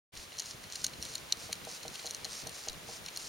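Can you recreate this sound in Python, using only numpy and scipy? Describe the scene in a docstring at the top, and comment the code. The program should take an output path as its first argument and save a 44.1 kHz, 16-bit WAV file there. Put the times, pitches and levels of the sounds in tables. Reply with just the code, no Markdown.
"""Open ground with dry leaves: a dung beetle heaves at its ball close by, and leaves snap and crackle
under its legs, as runs of random clicks that ring short resonances. A high rasping hiss, shaped noise, swells
about three times a second. Something far off knocks eight times, like a hammer on wood: decaying
sines with echoes and a low boom. Filtered noise makes a lumpy rumble, a faint outdoor hiss and puffs of air."""
import sys
import numpy as np
from scipy import signal
from scipy.fft import rfft, irfft
from scipy.io import wavfile

SR = 44100
rng = np.random.default_rng(int(sys.argv[2]) if len(sys.argv) > 2 else 0)


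def output_pcm(signal):
    """Save a mono or channel-first signal as 16-bit PCM at the path in sys.argv[1].

    Samples are clipped to [-1, 1] before scaling.
    """
    pcm = np.clip(np.atleast_2d(signal).T, -1, 1) * 32767
    wavfile.write(sys.argv[1], SR, np.round(pcm).astype(np.int16))


N = 144648
TIME = np.arange(N) / SR   # [s]

# leaf snaps: (time [s], relative level [dB], length [s], fragment pitch [Hz], crispness [dB])
LEAF_SNAPS = [(0.173, -42, 0.0019, 5700, -1), (0.327, -48, .003, 4400, -7), (0.381, -39.5, 0.0047, 6000, 0),
              (0.3867, -34, 0.0012, 5900, -9), (.3957, -31, 0.002, 6000, 3.5),
              (0.4005, -31, 0.00065, 6100, -9), (0.419, -38.5, 0.0036, 6200, -10),
              (0.4564, -41, 0.0028, 6400, -2), (0.509, -38, .0015, 5450, -7),
              (0.6384, -43.5, 0.0019, 1680, -4), (0.723, -36.5, 0.0009, 6650, -2),
              (0.732, -40.5, 0.0023, 5700, -8), (0.7537, -32.5, 0.0049, 4540, -1.5),
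              (0.8404, -22, 0.0056, 6380, 2.5), (0.865, -29, 0.0009, 6540, 0),
              (0.936, -46, 0.0015, 4270, -2), (1.0252, -32, 0.0013, 6200, -0.5),
              (1.032, -40, .001, 5400, 1), (1.0515, -37.5, 0.00062, 4960, 1),
              (1.1524, -35, 0.00062, 9300, -3), (1.1541, -30.5, 0.0011, 4350, -2),
              (1.18, -40, 0.00094, 6060, -6), (1.3228, -23, .0011, 5860, -11),
              (1.3237, -22, 0.00096, 4100, -1.5), (1.5261, -32, .002, 2070, 5.5),
              (1.5286, -27.5, 0.00098, 4600, -9), (1.6486, -41.5, 0.0027, 6200, 5),
              (1.831, -40.5, 0.0021, 5000, -6.5), (1.88, -37, 0.0008, 5560, -5),
              (1.955, -37.5, .0015, 2970, -1), (1.992, -39, .004, 2280, -11),
              (2.0574, -36.5, 0.0011, 6460, -4), (2.064, -35, 0.0021, 6200, 1),
              (2.0713, -35.5, .0011, 4300, -1), (2.1083, -32.5, 0.00085, 6200, 4),
              (2.1467, -33, 0.0011, 6240, 1.5), (2.2447, -33, 0.0021, 4500, -4),
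              (2.2498, -33.5, 0.0021, 4550, -2), (2.469, -34.5, 0.0033, 6100, 4),
              (2.493, -40, 0.0012, 3470, 6), (2.6845, -29, 0.0017, 6250, -11),
              (2.695, -36.5, 0.0034, 4200, -1), (3.061, -36.5, .0015, 5500, -3.5),
              (3.083, -37, 0.0034, 2480, -12), (3.1614, -36.5, 0.0012, 6300, -5),
              (3.1723, -32, 0.0012, 4000, 7.5)]
# resonances of the leaf litter: (frequency [Hz], width [Hz], relative level [dB])
LITTER_MODES = [(1920, 1000, -10), (2930, 750, -7.5), (4200, 500, 1), (5890, 960, -1), (6533, 1300, -2),
                (9380, 1040, -4), (13100, 1500, -13.5)]


def from_db(db):
    """Decibels to amplitude gain."""
    return 10 ** (np.asarray(db) / 20)


def rms_one(x):
    """Scale to rms 1."""
    return x / np.sqrt(np.mean(x ** 2) + 1e-20)


def butter(x, hz, kind):
    """Butterworth filter of design order 2."""
    return signal.sosfilt(signal.butter(2, hz, kind, fs=SR, output="sos"), x)


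def drift(corner_hz):
    """Random wander of about unit spread: noise through two equal low-pass poles."""
    step, settle = 40, 2000   # samples per point, points dropped
    pole = np.exp(-2 * np.pi * corner_hz * step / SR)
    noise = rng.standard_normal(N // step + settle + 2)
    slow = signal.lfilter([1], [1, -2 * pole, pole ** 2], noise)[settle:]
    return np.interp(np.arange(N) / step, np.arange(len(slow)), rms_one(slow))


def spectrum_gain(spectrum):
    """Gain of each FFT bin, interpolated in dB over log frequency."""
    hz, db = np.transpose(spectrum)
    log_hz = np.log(np.fft.rfftfreq(N, 1 / SR) + 1)
    return from_db(np.interp(log_hz, np.log(hz), db))


def stereo_noise(spectrum, side_spectrum):
    """Coloured noise whose stereo width changes with frequency; rms 1."""
    colour, width = spectrum_gain(spectrum), spectrum_gain(side_spectrum)
    white = rfft(rng.standard_normal((2, N)))
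    mid, side = irfft(white * [colour, colour * width], N)
    return rms_one(np.array([mid + side, mid - side]))


def resonate(x, hz, width_hz):
    """Two-pole resonance with gain 1 at its peak."""
    r = np.exp(-np.pi * width_hz / SR)
    zeros = np.array([1, 0, -1]) * (1 - r * r) / 2
    poles = [1, -2 * r * np.cos(2 * np.pi * hz / SR), r * r]
    return signal.lfilter(zeros, poles, x + 1e-18)


def resonate_twice(x, hz, width_hz):
    """Two equal resonances in series, for steeper skirts."""
    return resonate(resonate(x, hz, width_hz), hz, width_hz)


def ring(clicks, hz, t60_s):
    """A unit click starts a decaying sine of initial height 1."""
    r = from_db(-60 / (t60_s * SR))
    w = 2 * np.pi * hz / SR
    return signal.lfilter([0, np.sin(w)], [1, -2 * r * np.cos(w), r * r], clicks + 1e-18)


def add(track, time_s, sound):
    """Mix a sound into a track at a time."""
    i = int(time_s * SR)
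    track[i:i + len(sound)] += sound[:len(track) - i]


def scatter(x, t60_s, size=3000):
    """Dense reflections: convolution with decaying noise of energy 1."""
    tail = rng.standard_normal(size) * from_db(-60 * TIME[:size] / t60_s)
    return signal.fftconvolve(x, tail / np.linalg.norm(tail))[:N]


def beetle():
    """Snaps and crackles under the beetle's legs, straight ahead, scattered by the litter."""
    snap_gain_db, scatter_db, side_db = 20.5, -10, -17
    direct = crackles()
    for time_s, db, length_s, fragment_hz, crisp_db in LEAF_SNAPS:
        add(direct, time_s, from_db(db + snap_gain_db) * snap(length_s, fragment_hz, crisp_db))
    mid = direct + from_db(scatter_db) * scatter(direct, t60_s=0.032)
    side = from_db(side_db) * scatter(direct, t60_s=0.012)
    return np.array([mid + side, mid - side])


def snap(length_s, fragment_hz, crisp_db):
    """A run of tiny fractures builds and dies, ringing the litter and the breaking fragment; energy 1."""
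    size = 600   # samples
    fractures_per_s, fracture_spread_db = 8300, 3
    rise, fall = 1.07, 1.2   # envelope steepness
    crisp_above_hz = 8000
    fragment_width_hz, fragment_db = 840, 0
    low_edge_hz, deepening = 2650, 0.72   # edge for a 1 ms snap; longer snaps reach deeper

    progress = TIME[:size] / length_s
    breaks = rng.random(size) < fractures_per_s / SR
    breaks[int(length_s * SR / 2)] = True   # at least one fracture
    strengths = from_db(fracture_spread_db * rng.standard_normal(size))
    clicks = breaks * rng.choice([-1, 1], size) * strengths
    clicks = clicks * progress ** rise * np.exp(-fall * progress ** 2)

    modes = [(hz, width_hz, db + crisp_db * (hz > crisp_above_hz)) for hz, width_hz, db in LITTER_MODES]
    sound = leaf(clicks, modes + [(fragment_hz, fragment_width_hz, fragment_db)])
    length_ms = length_s * 1000
    sound = butter(sound, min(low_edge_hz / length_ms ** deepening, fragment_hz / 2), "high")
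    return sound / np.linalg.norm(sound)


def leaf(clicks, modes):
    """Clicks ring short modes with deep valleys between them, each mode set to its own rms level."""
    return sum(from_db(db) * rms_one(resonate_twice(clicks, hz, width_hz)) for hz, width_hz, db in modes)


def crackles():
    """Faint random clicks ring thin leaves and thicker, duller litter, bunched around the snaps."""
    bunch_s, peak_per_s = 0.018, 900
    level_db, spread_db = -56.5, 5
    thick_mode = (2190, 2270, 0.5)   # (frequency [Hz], width [Hz], relative level [dB])

    strain = sum(np.exp(-np.abs(TIME - time_s) / bunch_s) for time_s, *_ in LEAF_SNAPS)
    strengths = from_db(spread_db * np.minimum(rng.exponential(1, (2, N)), 4))
    signs = rng.choice([-1, 1], (2, N))
    happens = rng.random((2, N)) < peak_per_s * np.minimum(strain, 1) / SR
    thin, thick = strengths * signs * happens
    return from_db(level_db) * rms_one(leaf(thin, LITTER_MODES) + leaf(thick, [thick_mode]))


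def rasp():
    """A high rasping hiss: coloured noise, roughened by fast and slower level wander, swells and ebbs."""
    # swells: (middle [s], level [dB], length [s])
    swells = [(0.209, -51, 0.089), (0.489, -49, 0.1), (0.805, -49.5, 0.15), (1.10, -48, 0.12),
              (1.435, -47, 0.088), (1.731, -45, 0.091), (2.01, -50.5, 0.18), (2.358, -43.5, 0.13),
              (2.601, -46.5, 0.12), (2.926, -47, 0.093), (3.27, -46.5, 0.21)]
    # rasp spectrum: (frequency [Hz], density [dB])
    rasp_spectrum = [(1000, -13.5), (2200, -6), (3400, -5), (4100, 2.5), (6200, 3), (7300, 0.5), (9500, -5),
                     (10500, -10), (16000, -26)]
    # rasp stereo width: (frequency [Hz], side relative to mid [dB])
    rasp_width = [(2000, -8), (4900, -22), (7300, -8.5), (15000, -5)]
    swell_power = 4   # flat top, steep edges
    fast_db, fast_hz = 2.5, 280
    slow_db, slow_hz = 0.73, 34

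    envelope = sum(from_db(db) * np.exp(-np.abs(2 * (TIME - middle_s) / length_s) ** swell_power / 2)
                   for middle_s, db, length_s in swells)
    roughness_db = fast_db * np.minimum(drift(fast_hz), 2) + slow_db * drift(slow_hz)
    return envelope * rms_one(stereo_noise(rasp_spectrum, rasp_width) * from_db(roughness_db))


def knocks():
    """Hollow blows ring damped modes, dulled by distance, with a few echoes and a low boom."""
    # blows: (time [s], relative level [dB])
    blows = [(1.4927, -38), (1.6712, -35), (1.852, -35), (2.046, -37.5), (2.254, -41), (2.467, -37),
             (2.673, -36), (2.8888, -36.5)]
    # modes of the struck body: (frequency [Hz], relative level [dB], T60 [s])
    body_modes = [(478, -9, 0.1), (638, 5, 0.02), (744, -4.5, 0.07)]
    # echoes: (delay [s], level relative to the blow [dB])
    echoes = [(.0064, -5.5), (.013, -13), (.021, -12)]
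    gain_db, band_hz = -6, [352, 1270]
    boom_db, boom_hz, boom_width_hz, boom_t60_s = 32, 180, 110, 0.38

    clicks = np.zeros(N)
    for time_s, db in blows:
        for delay_s, echo_db in [(0.00021, 0)] + list(echoes):   # direct sound first
            add(clicks, time_s + delay_s, from_db([db + echo_db + gain_db]))
    # mode levels wander slightly from blow to blow
    body = sum(from_db(db) * ring(clicks * from_db(drift(17)), hz, t60_s) for hz, db, t60_s in body_modes)
    boom = resonate_twice(scatter(clicks, boom_t60_s, size=9000), boom_hz, boom_width_hz)
    return butter(body, band_hz, "band") + from_db(boom_db) * boom


def rumble():
    """Low coloured noise that comes and goes in lumps, with a random waver in level."""
    # rumble contour: (time [s], relative level [dB])
    contour = [(0.19, -61), (0.41, -65.5), (0.57, -56.5), (0.77, -64), (0.83, -57.5), (1.0, -57),
               (1.32, -61), (1.64, -57.5), (1.80, -72), (1.89, -52), (1.98, -72), (2.24, -55.5),
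               (2.39, -71), (2.45, -52), (2.61, -72), (2.68, -58), (3.05, -59), (3.21, -64), (3.26, -58)]
    # rumble spectrum: (frequency [Hz], density [dB])
    low_spectrum = [(20, -17), (60, 0), (140, 2), (300, -6), (500, -6), (1200, -33)]
    # rumble stereo width: (frequency [Hz], side relative to mid [dB])
    low_width = [(30, 0.5), (150, -7)]
    gain_db, waver_db, waver_hz = 1.5, 2.9, 34
    level_db = np.interp(TIME, *np.transpose(contour)) + gain_db + waver_db * drift(waver_hz)
    return from_db(level_db) * stereo_noise(low_spectrum, low_width)


def air():
    """Even outdoor hiss from coloured noise, a little softer at first."""
    # hiss contour: (time [s], level [dB])
    contour = [(.15, -51.5), (1.5, -48.5), (3.2, -49)]
    # hiss spectrum: (frequency [Hz], density [dB])
    hiss_spectrum = [(50, -13.5), (500, -3.5), (3900, -6.5), (4800, -7.5), (9000, -11), (11500, -16.5),
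                     (16000, -19)]
    # hiss stereo width: (frequency [Hz], side relative to mid [dB])
    hiss_width = [(3800, -1.5), (4800, -8), (13000, 2.5)]
    level_db = np.interp(TIME, *np.transpose(contour))
    return from_db(level_db) * stereo_noise(hiss_spectrum, hiss_width)


def puffs():
    """Air puffs on the microphone: Gaussian swells of deep noise, independent in each channel."""
    # puffs: (middle [s], level [dB])
    puff_events = [(.19, -56), (2.73, -54), (3.26, -58)]
    puff_s, below_hz = 0.048, 72
    push = sum(from_db(db) * np.exp(-((TIME - middle_s) / puff_s) ** 2) for middle_s, db in puff_events)
    return push * rms_one(butter(rng.standard_normal((2, N)), below_hz, "low"))


def scene():
    """The beetle in front, everything else behind."""
    return beetle() + rasp() + knocks() + rumble() + air() + puffs()


def record(dry):
    """Fades in from silence, notches one narrow band and cuts the top steeply."""
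    start_s, fade_s = 0.12, 0.021
    notch_hz, notch_q = 7840, 13.9
    cutoff_hz = 15900
    x = dry * np.clip((TIME - start_s) / fade_s, 0, 1)
    x = signal.lfilter(*signal.iirnotch(notch_hz, notch_q, fs=SR), x)
    low_pass = signal.ellip(12, 0.1, 70, cutoff_hz, fs=SR, output="sos")   # ripple, stopband [dB]
    return signal.sosfilt(low_pass, x)


dry = scene()
out = record(dry)
output_pcm(out)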